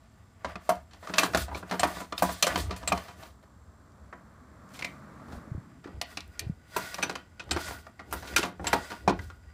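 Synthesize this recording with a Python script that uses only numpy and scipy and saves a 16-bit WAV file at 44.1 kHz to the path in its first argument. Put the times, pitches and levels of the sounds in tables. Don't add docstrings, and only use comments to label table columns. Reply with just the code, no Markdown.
import sys
import numpy as np
from scipy import signal
from scipy.fft import rfft, irfft, next_fast_len
from scipy.io import wavfile

SR = 44100
rng = np.random.default_rng(int(sys.argv[2]) if len(sys.argv) > 2 else 0)


def volts_from_db(level):
    exponent = np.asarray(level, float) / 20
    return 10 ** exponent


def waveform_to_disk(signal):
    frames = np.transpose(np.atleast_2d(signal))
    scaled = np.clip(frames, -1, 1) * 32767
    samples = np.round(scaled).astype(np.int16)
    wavfile.write(sys.argv[1], SR, samples)


N = 420273
MOVE_S, REST_S = 5.6, 3.4


def rms_one(x):
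    return x / np.sqrt(np.mean(x ** 2) + 1e-20)


def band(x, lo_hz, hi_hz):
    return signal.sosfilt(signal.butter(2, [lo_hz, hi_hz], "band", fs=SR, output="sos"), x)


def resonate(x, hz, width_hz):
    r = np.exp(-np.pi * width_hz / SR)
    poles = [1, -2 * r * np.cos(2 * np.pi * hz / SR), r * r]
    return signal.lfilter([(1 - r * r) / 2, 0, (r * r - 1) / 2], poles, x)


def coloured(x, points):
    size = next_fast_len(N)
    hz = np.maximum(np.arange(size // 2 + 1) * SR / size, 1)
    point_hz, point_db = np.transpose(points)
    gain = volts_from_db(np.interp(np.log(hz), np.log(point_hz), point_db))
    return rms_one(irfft(rfft(x, size) * gain, size)[:N])


def flicker(rate_hz):
    knots = rng.standard_normal(4000)
    return np.interp(np.arange(N) * rate_hz / SR, np.arange(4000), knots)


def grit(per_s, spread_db):
    sizes = volts_from_db(spread_db * np.minimum(rng.exponential(1, N), 5)) * rng.choice([-1, 1], N)
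    return sizes * (rng.random(N) < per_s / SR)


def swells(idle_db, s, held_s, level_db, rise_s, fade_s, stop_s):
    t = np.arange(0, N + 64, 64) / SR
    s, held_s, level_db, fade_s = [np.reshape(v, (-1, 1)) for v in (s, held_s, level_db, fade_s)]
    before = np.maximum(s - t, 0)
    after = np.maximum(t - s - np.abs(held_s), 0)
    db = level_db - 20 * (before / rise_s + after / fade_s + (after / stop_s) ** 4)
    power = volts_from_db(2 * idle_db) + np.sum(volts_from_db(2 * db), axis=0)
    return np.interp(np.arange(N) / SR, t, 10 * np.log10(power))


# pitch_hz, level_db per Hz
ROOM_TONE = [(15, -50), (25, -26), (87, -2), (134, -14), (251, -14.5), (303, -31), (826, -26),
             (1210, -26.5), (2380, -44.5), (7230, -42.5), (16300, -60.5)]
# pitch_hz, level_db rms
WHINE = [(7554, -86), (7604, -84), (7654, -89), (12010, -103)]


def room_tone():
    t = np.arange(N) / SR
    whine = sum(np.sqrt(2) * volts_from_db(db) * np.sin(2 * np.pi * hz * t) for hz, db in WHINE)
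    hiss = coloured(rng.standard_normal(N), ROOM_TONE)
    return volts_from_db(-51.5 - 7.0) * hiss + whine * volts_from_db(1.4 * flicker(rate_hz=3))


# time_s, tyre_roar_db
CAR = [
    (3.1, -78),
    (3.3, -65),
    (3.6, -66),
    (3.95, -62),
    (4.5, -58.5),
    (4.85, -53),
    (5.35, -52),
    (5.6, -56),
    (6.2, -68),
]


def engine_drone():
    lag_s, over_tyres_db = .08, 1.5
    level_db = np.interp(np.arange(N) / SR - lag_s, *np.transpose(CAR)) + over_tyres_db
    return volts_from_db(level_db) * rms_one(band(band(rng.standard_normal(N), 110, 290), 90, 340))


def tyre_roar():
    air = rng.standard_normal(N)
    humps = 0.6 * rms_one(resonate(air, 630, 120)) + 0.96 * rms_one(resonate(air, 1120, 230))
    return rms_one(rms_one(band(band(air, 400, 1900), 250, 2300)) + humps)


# start_s, peak_db, pitch_hz
BUMPS = [(5.475, -33.5, 230), (5.5155, -22, 125), (5.548, -25, 85), (5.5475, -30, 300), (5.578, -25, 135),
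         (5.594, -38, 110), (5.858, -27, 320), (5.885, -38, 250), (5.33, -38, 150), (5.366, -33, 70),
         (5.975, -36, 90), (5.944, -36.5, 82), (6.44, -39, 69), (6.466, -24, 110), (6.4965, -18, 159),
         (6.519, -34.5, 88.8)]


def bumps():
    t, out = np.arange(SR // 8) / SR, np.zeros(N)
    for s, peak_db, hz in BUMPS:
        cycles = t * hz
        push = np.sin(2 * np.pi * cycles) * cycles * np.exp(-cycles / 0.5)
        out[round(s * SR):][:len(t)] -= volts_from_db(peak_db + 11.0) * push
    return out


# scrape_db, rumble_db, boom_db, sway_db
IDLE_DB = (-74, -67, -67, -60)
# start_s, sway_db, boom_db
PUSHES = [(.48, -46, -52), (.75, -47, -66), (1.3, -55, -41), (1.38, -32, -56), (1.54, -42, -48),
          (1.83, -42, -55), (1.97, -48, -47), (2.26, -41, -46), (2.55, -37, -35), (2.65, -31, -50),
          (2.75, -39, -60), (2.89, -37, -56), (3.2, -48, -53), (4.01, -53, -70), (5.32, -45, -45),
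          (5.94, -44, -50), (6.29, -47, -60), (6.43, -39, -48), (6.82, -55, -45), (7.08, -68, -42),
          (7.53, -36, -40), (7.69, -42, -46), (8.14, -41, -44), (8.33, -48, -40), (8.4, -45, -48),
          (8.65, -37, -49), (8.76, -41, -56), (9.08, -36, -46), (9.21, -35, -52), (9.47, -46, -66)]


def push_levels():
    s, sway, boom = np.transpose(PUSHES)
    rise_s, fade_s = .11, .16
    boom_db = swells(IDLE_DB[2], s, 0, boom, rise_s, fade_s, 1)
    sway_db = swells(IDLE_DB[3], s, 0, sway, rise_s, fade_s, 1)
    return boom_db, sway_db


def bench_wobble(level_db):
    push = rms_one(resonate(rng.standard_normal(N), 69, 44))
    return band(resonate(volts_from_db(level_db + 3.5) * push, 69, 22.5), 42, 220)


# start_s (at full speed), held_s, scrape_db, rumble_db, fade_s (for 20 dB)
SLIDES = [(.49, 0.01, -72, -47, .1), (.66, .1, -58, -56, .1), (1.05, .06, -55, -50, .1),
          (1.22, .04, -35, -31, .04), (1.395, .025, -34, -40, .055), (1.575, .01, -47, -56, .05),
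          (1.735, .015, -49, -40, .04), (1.83, .18, -44.5, -43, .09), (2.25, 0.07, -38, -45, .15),
          (2.48, .02, -44, -33, .15), (2.59, 0.015, -35, -39, .08), (2.81, .05, -60, -54, .2),
          (2.96, 0.01, -50, -47, .35), (3.21, .06, -56, -51, .1), (4.75, .11, -54, -60, .15),
          (5.33, .03, -57, -75, .09), (6.11, 0.01, -54, -54, .2), (6.33, 0.09, -65, -61, .2),
          (6.78, 0.04, -43, -42, .6), (7.01, 0.01, -54, -56, .35), (7.61, .08, -42.5, -43, .16),
          (8.17, 0.01, -47, -51, .15), (8.27, 0.06, -48, -47, .1), (8.69, .16, -48, -47, .3),
          (9.22, 0.02, -57, -58, .15)]


def slide_levels():
    s, held_s, scrape, rumble, fade_s = np.transpose(SLIDES)
    rise_s, stop_s = .09, .28
    scrape_db = swells(IDLE_DB[0], s, held_s, scrape, rise_s, fade_s, stop_s)
    rumble_db = swells(IDLE_DB[1], s, held_s, rumble, rise_s, fade_s, stop_s)
    tyres_db = np.interp(np.arange(N) / SR, *np.transpose(CAR))
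    return scrape_db, np.maximum(rumble_db, tyres_db)


# pitch_hz, level_db per Hz
SCRAPE = [(1060, -26.5), (1800, -10), (2900, -12.5), (3410, -3), (12800, -14), (15150, -9), (15500, -26),
          (16000, -45)]
# pitch_hz, side_db, front_db
SLIDE = [(650, 0, -7), (1150, -3, -6), (1440, -6, 4), (1720, -5, -9), (1900, -10, -2), (4800, -14, -6)]
# pitch_hz, side_db, front_db, ring_share (of the ring time)
BENCH = [(181, 1, -5.5, 2.3), (298, -2, -1.5, 1.1), (356.6, -11.5, -3.0, 1.6)]
FRAME = [(627.4, 8, -4.5, 0.44), (725, 3, -2, 0.52), (983, 0.5, -3.5, .8), (1122, 0.5, -2, 0.38),
         (1160, -15, -16, 0.34), (1405, -16, -1.5, 1.2)]
LINKAGE = [(1760, -8, -9, .7), (1895, -9, -4, .8), (2140, -8, -8, .6), (2430, -2, -3, .6),
           (2632, -4, -7, .7), (3085, -4, -7, .6), (3830, -8, -7, .5), (4140, -4, -8, .5),
           (4340, -4, -7, .5)]
TICK = [(5990, -1, -1, .7), (6900, -3, -4, .6), (7430, -1, -3, .6), (7850, -6, -4, .5), (8545, -2, -3, .6),
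        (9500, -7, -7, .5)]


def carriage(scrape_db, rumble_db, boom_db):
    t = np.arange(N) / SR
    late = np.clip((t - MOVE_S) / .5, 0, 1)
    busy = np.clip(np.maximum(REST_S - t, t - MOVE_S) / .2, 0, 1)
    slip = grit(per_s=5000, spread_db=2.3)

    def body(modes, width_hz):
        return rms_one(sum(resonate(slip, hz, width_hz) * volts_from_db(side + late * (front - side))
                           for hz, side, front, *_ in modes))

    jerk_db = 3.0 * flicker(rate_hz=34) * busy
    edges = 700 * 2 ** np.arange(0, 5, .75)
    patchy = 0
    for lo, hi in zip(edges, edges[1:]):
        delay = int(lo)
        patchy = patchy + volts_from_db(np.roll(jerk_db, delay)) * band(np.roll(slip, delay), lo, hi)
    hiss = rms_one(coloured(patchy, SCRAPE) + .5 * body(LINKAGE + TICK, width_hz=110))
    rumble = rms_one(rms_one(band(slip, 420, 1600)) + 1.6 * body(SLIDE, width_hz=50))
    boom = rms_one(rms_one(band(slip, 110, 610)) + 0.33 * body(BENCH, width_hz=35))
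    mid = busy * rumble + (1 - busy) * tyre_roar()
    return volts_from_db(scrape_db - 4.5) * hiss + volts_from_db(rumble_db + jerk_db - 1.0) * mid + volts_from_db(boom_db - 2.05) * boom


# start_s, peak_db, centre_hz
TAPS = [(.468, -46, 7200), (.755, -44, 6500), (1.1815, -21, 4200), (1.264, -26, 1000), (2.199, -30, 3200),
        (2.7075, -42, 6000), (2.768, -40, 9000), (4.691, -48, 5200), (4.738, -44, 6000), (4.753, -40, 3000),
        (4.791, -36, 2500), (4.794, -33, 5500), (4.8255, -23, 2000), (4.8455, -22, 2500),
        (6.206, -29, 3800), (6.278, -50, 11000), (6.3935, -20, 5000), (6.801, -34, 4000),
        (6.824, -36, 5000), (7.021, -30, 2500), (7.127, -44, 5500), (7.44, -48, 5500), (1.161, -32, 2200),
        (8.615, -54, 6500), (8.731, -12, 1500), (3.92, -58, 4000), (5.63, -58, 4000), (6.654, -52, 1500)]
# start_s, peak_db, centre_hz
SHAKES = [(.691, -34, 11000), (1.347, -33, 8000), (1.575, -42, 9000), (7.606, -41, 10000),
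          (2.18, -35, 12000), (2.223, -23, 11500), (6.765, -29, 11000), (8.126, -28, 11700),
          (8.728, -34, 11000), (4.847, -39, 4000), (1.872, -38, 9500), (6.016, -40, 2800)]


def taps():
    size = SR // 8
    tap_cycles, tap_s, shake_s = 14, .004, .11
    t, out = np.arange(size) / SR, np.zeros(N + size)
    grain = rng.standard_normal((50, size))
    touches = [(*row, tap_s) for row in TAPS] + [(*row, shake_s) for row in SHAKES]
    for (s, peak_db, hz, fade_s), noise in zip(touches, grain):
        fade = volts_from_db(-60 * t / (tap_cycles / hz + fade_s))
        touch = band(noise * fade, hz / 1.5, min(hz * 1.5, 16000))
        out[round(s * SR):][:size] += volts_from_db(peak_db) * touch / np.abs(touch).max()
    return out[:N]


# start_s, peak_db, pitch_hz, ring_s
POCKS = [
    (0.446, -27.5, 558, 0.08),
    (0.6915, -12.5, 649, 0.085),
    (1.515, -28, 836, 0.11),
    (1.833, -19, 720, 0.1),
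    (2.222, -16.5, 700, 0.056),
    (2.919, -14, 698, 0.071),
    (2.92, -14.5, 1120, 0.06),
    (6.764, -18, 915, 0.042),
    (8.73, -14.5, 850, 0.06),
    (9.077, -7, 725, 0.027),
]
# start_s, peak_db, pitch_hz, ring_s
PINGS = [
    (1.1867, -15, 2405, 0.054),
    (4.127, -38, 1786, 0.055),
    (4.8235, -21, 2054, 0.029),
    (4.8479, -19, 2100, 0.033),
    (6.0152, -29, 1850, 0.045),
    (7.029, -21, 1477, 0.066),
    (7.9933, -32, 1934, 0.039),
    (8.3646, -12.5, 1400, 0.06),
    (9.1905, -29, 1470, 0.045),
    (9.3008, -37.5, 1440, 0.05),
]


def hollow_notes(split):
    size = SR // 4
    t, out = np.arange(size) / SR, np.zeros(N + size)
    for s, peak_db, hz, ring_s in list(POCKS) + list(PINGS):
        pair = np.sin(2 * np.pi * hz * t) + 0.83 * np.sin(2 * np.pi * hz * (1 + split) * t)
        fade = volts_from_db(-60 * t / np.clip(ring_s, .02, .25)) * (1 - np.exp(-t / 0.00052))
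        out[round(s * SR):][:size] += volts_from_db(peak_db - 5.5) * pair * fade
    return out[:N]


# start_s, peak_db, pitch_hz, ring_s
SIDE_RINGS = [(.693, -22, 1100, .12), (1.183, -24, 6008, .07), (1.183, -25, 6890, .05),
              (1.183, -23, 4243, .05), (1.187, -19, 2632, .06), (1.241, -19, 1130, .035),
              (1.238, -30, 4000, .04), (1.027, -36, 720, .03), (1.349, -24, 720, .08),
              (.556, -38, 2500, .04), (1.546, -33, 2304, .06), (1.795, -22, 721, .06),
              (1.795, -27, 7537, .07), (1.795, -28, 1798, .05), (1.797, -30, 8545, .08),
              (1.832, -19, 646, .07), (1.834, -24, 2434, .05), (2.123, -37, 2283, .05),
              (2.179, -24, 3682, .025), (2.179, -25, 5093, .025), (2.289, -26, 690, .06),
              (2.426, -15, 4200, .06), (2.425, -21, 1238, .07), (2.425, -20, 7052, .04),
              (2.425, -22, 5889, .05), (2.426, -22, 7454, .05), (2.441, -24, 603, .08),
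              (2.443, -27, 2875, .06), (2.472, -20, 1163, .05), (2.469, -23, 528, .07),
              (2.557, -22, 1540, .05), (2.708, -31, 409, .09), (2.708, -34, 1174, .09),
              (2.875, -22, 7547, .08), (2.875, -27, 4134, .05), (2.876, -29, 8545, .08),
              (2.921, -18, 2433, .05), (4.13, -40, 650, .07), (4.778, -42, 2132, .03),
              (4.792, -38, 2130, .05)]
# start_s, peak_db, pitch_hz, ring_s
FRONT_RINGS = [(5.842, -40, 1750, .04), (6.171, -36, 1529, .05), (6.172, -30, 2500, .03),
               (6.393, -32, 5050, .04), (6.394, -35, 4447, .05), (6.764, -30, 388, .07),
               (6.766, -34, 2500, .06), (6.943, -31, 5373, .04), (6.943, -33, 5782, .04),
               (6.982, -33, 560, .05), (7.027, -18, 2509, .065), (7.027, -23, 2315, .06),
               (7.027, -27, 5975, .13), (7.029, -31, 8545, .05), (7.093, -32, 480, .1),
               (7.154, -33, 1066, .05), (7.397, -32, 2509, .08), (7.397, -33, 1486, .06),
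               (7.51, -24, 3844, .05), (7.51, -27, 5168, .05), (7.511, -29, 7537, .09),
               (7.512, -33, 8545, .11), (7.564, -22, 1195, .05), (7.562, -26, 345, .08),
               (8.127, -32, 1906, .06), (8.362, -15, 2422, .06), (8.362, -21, 5965, .06),
               (8.393, -26, 1420, .04), (8.39, -26, 345, .07), (8.429, -29, 2713, .07),
               (8.452, -30, 1430, .05), (8.596, -34, 786, .12), (8.669, -24, 7547, .09),
               (8.669, -27, 4016, .05), (8.729, -24, 2003, .05), (9.08, -17, 930, .06),
               (9.079, -23, 1130, .05), (9.079, -27, 2400, .05), (9.078, -13, 355, .12),
               (9.1, -23, 1010, .09), (9.124, -28, 860, .07), (9.191, -34, 1970, .05),
               (6.054, -43, 1950, .06)]


def steel_notes():
    size = SR // 4
    t, out = np.arange(size) / SR, np.zeros(N + size)
    for s, peak_db, hz, ring_s in list(SIDE_RINGS) + list(FRONT_RINGS):
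        fade = volts_from_db(-60 * t / np.clip(.75 * ring_s, .015, .25)) * (1 - np.exp(-t / 0.0012))
        gap_hz = 62 * (hz / 2500) ** .7
        cluster = np.zeros(size)
        for step, share in ((0, 1), (-1, .55), (1.6, .45)):
            cluster += share * np.sin(2 * np.pi * (hz + step * gap_hz) * t + step * hz)
        out[round(s * SR):][:size] += volts_from_db(peak_db) * cluster * fade
    return out[:N]


# low_hz, high_hz, modes_db, clatter_db, clatter_share (of the ring time)
PARTS = [
    (1500, 5820, -20, -14.5, 0.75),
    (130, 485, -4.5, 1.5, 1.34),
    (520, 1553, -13, 0, 0.82),
    (4600, 13000, -18, -14, 0.93),
]
# start_s, linkage_peak_db, frame_weight_db (relative), tick_db (relative)
SNAPS = [(.5557, -32, -2, -18), (1.0955, -34, 4, -20), (1.347, -10.5, -8, -13), (1.3725, -18, -13, 0.5),
         (1.627, -39, 8, -17), (1.968, -35.5, 2, -18), (2.1232, -22, -5, -28), (2.5575, -8.5, -12, -19),
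         (2.576, -30, -10, 3), (2.829, -35.5, -3, -26), (2.922, -8.5, -9, -21), (4.8225, -26, -13, -34),
         (4.8462, -16.5, -18, -16), (6.0135, -17, -17, -6), (6.1715, -17, -18, -16), (6.3932, -15, -28, -9),
         (6.9428, -17.5, -16, -9), (7.492, -37, -8, -32), (7.866, -42, 2, -10), (8.3374, -25, -16, -24),
         (9.1902, -30, -10, -33), (9.3003, -37, -6, -40)]
CLACKS = [(.4455, -25, -4, -34), (.6913, -19.5, -2, -3.5), (1.0267, -52, 11, -4), (1.0718, -31, -7, -26),
          (1.137, -15, -13, -32), (1.1825, -5, -18, -6), (1.2325, -15, -5, -7.5), (1.3345, -22.5, -6, -24),
          (1.4816, -39, 3, -28), (1.5134, -52, 16, -22), (1.6946, -33, -16, -32), (1.7949, -13, -16, -8),
          (1.8319, -15, -3, -9), (2.003, -30, -3, -6.5), (2.222, -20.5, 3, -1), (2.2903, -37, 6, -13),
          (2.425, -3, -22, -6.5), (2.4675, -16, -11, -3), (2.8751, -13.5, -16, -9), (2.9748, -29, -12, -9),
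          (3.4274, -51, -3, -9.5), (4.1271, -46, 6, -29.5)]
LATE_CLACKS = [(5.8417, -41, -6, -28), (6.2067, -34, -27, -32), (6.7078, -51, -18, -3),
               (6.7635, -21, -5, -6), (6.9826, -26.5, -5, -15), (7.0255, -11.5, -16, -14),
               (7.095, -21, -9, -15), (7.1531, -22, -13, -18), (7.3955, -25, -16, -48),
               (7.5095, -10, -16, -17), (7.5628, -22.5, -2, -14), (7.9938, -34.5, -5, -32),
               (8.126, -26, -6, -5), (8.643, -27, -2, -9), (8.6688, -13, -17, -9), (8.7294, -13, -4, -9.5),
               (9.238, -51, -12, 0)]
RATTLES = [(.9089, -45, -15, -20), (.932, -42, -12, -14), (1.546, -28.5, -9, -18), (1.7111, -24, -3, -12),
           (2.178, -24, -18, -9), (2.708, -24, -11, -23), (2.762, -34, -20, -3), (3.082, -37, -6, -17),
           (3.225, -38, -11, -18), (4.7023, -52, -4, -5.5), (4.7414, -39, -19, -6), (4.756, -40, -14, -7),
           (4.79, -33, -14, -13), (5.3211, -43, -5, -13), (6.105, -43, -8, -22), (7.6811, -30, -7, -5),
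           (7.707, -38, -8, -16), (8.11, -41, -12, -1), (8.2238, -36.5, -5, -19), (8.2722, -30, -26, -23),
           (8.3618, -8.5, -19, -6.5), (8.4289, -18.5, -9, -14), (8.902, -28, -8, -14)]
THUDS = [
    (2.694, -40, -1, -23),
    (5.1974, -55, 3, -11),
    (5.2837, -46, -4, -14),
    (5.87, -44, 0.5, -16.5),
    (8.595, -54, 18, -18),
    (9.0766, -14, -5.5, -21),
    (9.0938, -23, -16, -18),
]


def knocks(spread_db, contact_s, crack_s, crack_db, rattle_db):
    size = SR // 4
    clock, out = np.arange(size) / SR, np.zeros(N + size)
    rattle = volts_from_db(rattle_db * np.pad(flicker(rate_hz=250), (0, size)))
    clatter = []
    for lo, hi, *_ in PARTS:
        noise = band(rng.standard_normal(N + size), lo, hi)
        noise = band(noise, lo / 1.37, min(hi * 1.45, 17000))
        uneven = np.roll(rattle, int(lo) * (lo > 4000))
        clatter.append(rms_one(uneven * noise))
    # contacts, bench thud over frame in dB, ring time in s
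    kinds = [(SNAPS, -7, .056), (CLACKS, -11, .105), (LATE_CLACKS, -9, .106),
             (RATTLES, -8, .19), (THUDS, 2.5, .09)]
    blows = [(*row, bench_db, ring_s) for rows, bench_db, ring_s in kinds for row in rows]
    luck = rng.standard_normal((120, 3, 30))
    for (s, peak_db, weight, tick, bench_db, ring_s), (strength, detune, phase) in zip(blows, luck):
        at, k = round(s * SR), 0
        part_levels = (0, weight + bench_db, weight, tick)
        bodies = zip((LINKAGE, BENCH, FRAME, TICK), PARTS, part_levels, clatter)
        for modes, (low_hz, _, modes_db, clatter_db, clatter_share), part_db, noise in bodies:
            hz, side_db, front_db, share = np.transpose(modes)[:, :, None]
            t = clock[:int(SR * ring_s * max(share.max(), clatter_share))]
            pick = slice(k, k + len(modes))
            k += len(modes)
            heard_db = side_db if s < MOVE_S else front_db
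            gain = volts_from_db(heard_db + modes_db + spread_db * strength[pick, None])
            bent_hz = hz * (1 + 0.008 * detune[pick, None])
            wave = np.sin(2 * np.pi * bent_hz * t + 2 * phase[pick, None])
            sound = np.sum(gain * wave * volts_from_db(-60 * t / (ring_s * share)), axis=0)
            sound += volts_from_db(clatter_db - 60 * t / (ring_s * clatter_share)) * noise[at:at + len(t)]
            rise = 1 - np.exp(-t / (contact_s + 0.73 / low_hz))
            crack = 1 + volts_from_db(crack_db) * np.exp(-t / crack_s)
            out[at:at + len(t)] += volts_from_db(peak_db + part_db) * rise * crack * sound
    return out[:N]


def walls(x):
    t = np.arange(SR // 2) / SR
    t60_s, level_db = 0.23, -14
    tail = band(rng.standard_normal(len(t)), 120, 3600) * volts_from_db(-60 * t / t60_s) * (t > .004)
    return volts_from_db(level_db) * signal.fftconvolve(x, tail / np.sqrt(np.sum(tail ** 2)))[:N]


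def scene():
    background = room_tone() + engine_drone() + bumps()
    boom_db, sway_db = push_levels()
    scrape_db, rumble_db = slide_levels()
    blows = knocks(spread_db=2.5, contact_s=0.0014, crack_s=0.002, crack_db=4.5, rattle_db=4.0)
    blows = blows + hollow_notes(split=0.088)
    press = blows + walls(blows) + carriage(scrape_db, rumble_db, boom_db)
    return (background + bench_wobble(sway_db) + press + taps() + steel_notes())[None]


def band_limit(x):
    return signal.sosfilt(signal.butter(12, 16460, fs=SR, output="sos"), x)


def record(dry):
    cut = signal.sosfilt(signal.cheby2(10, 50, 16500, fs=SR, output="sos"), dry)
    return band_limit(cut)


dry = scene()
out = record(dry)
waveform_to_disk(out)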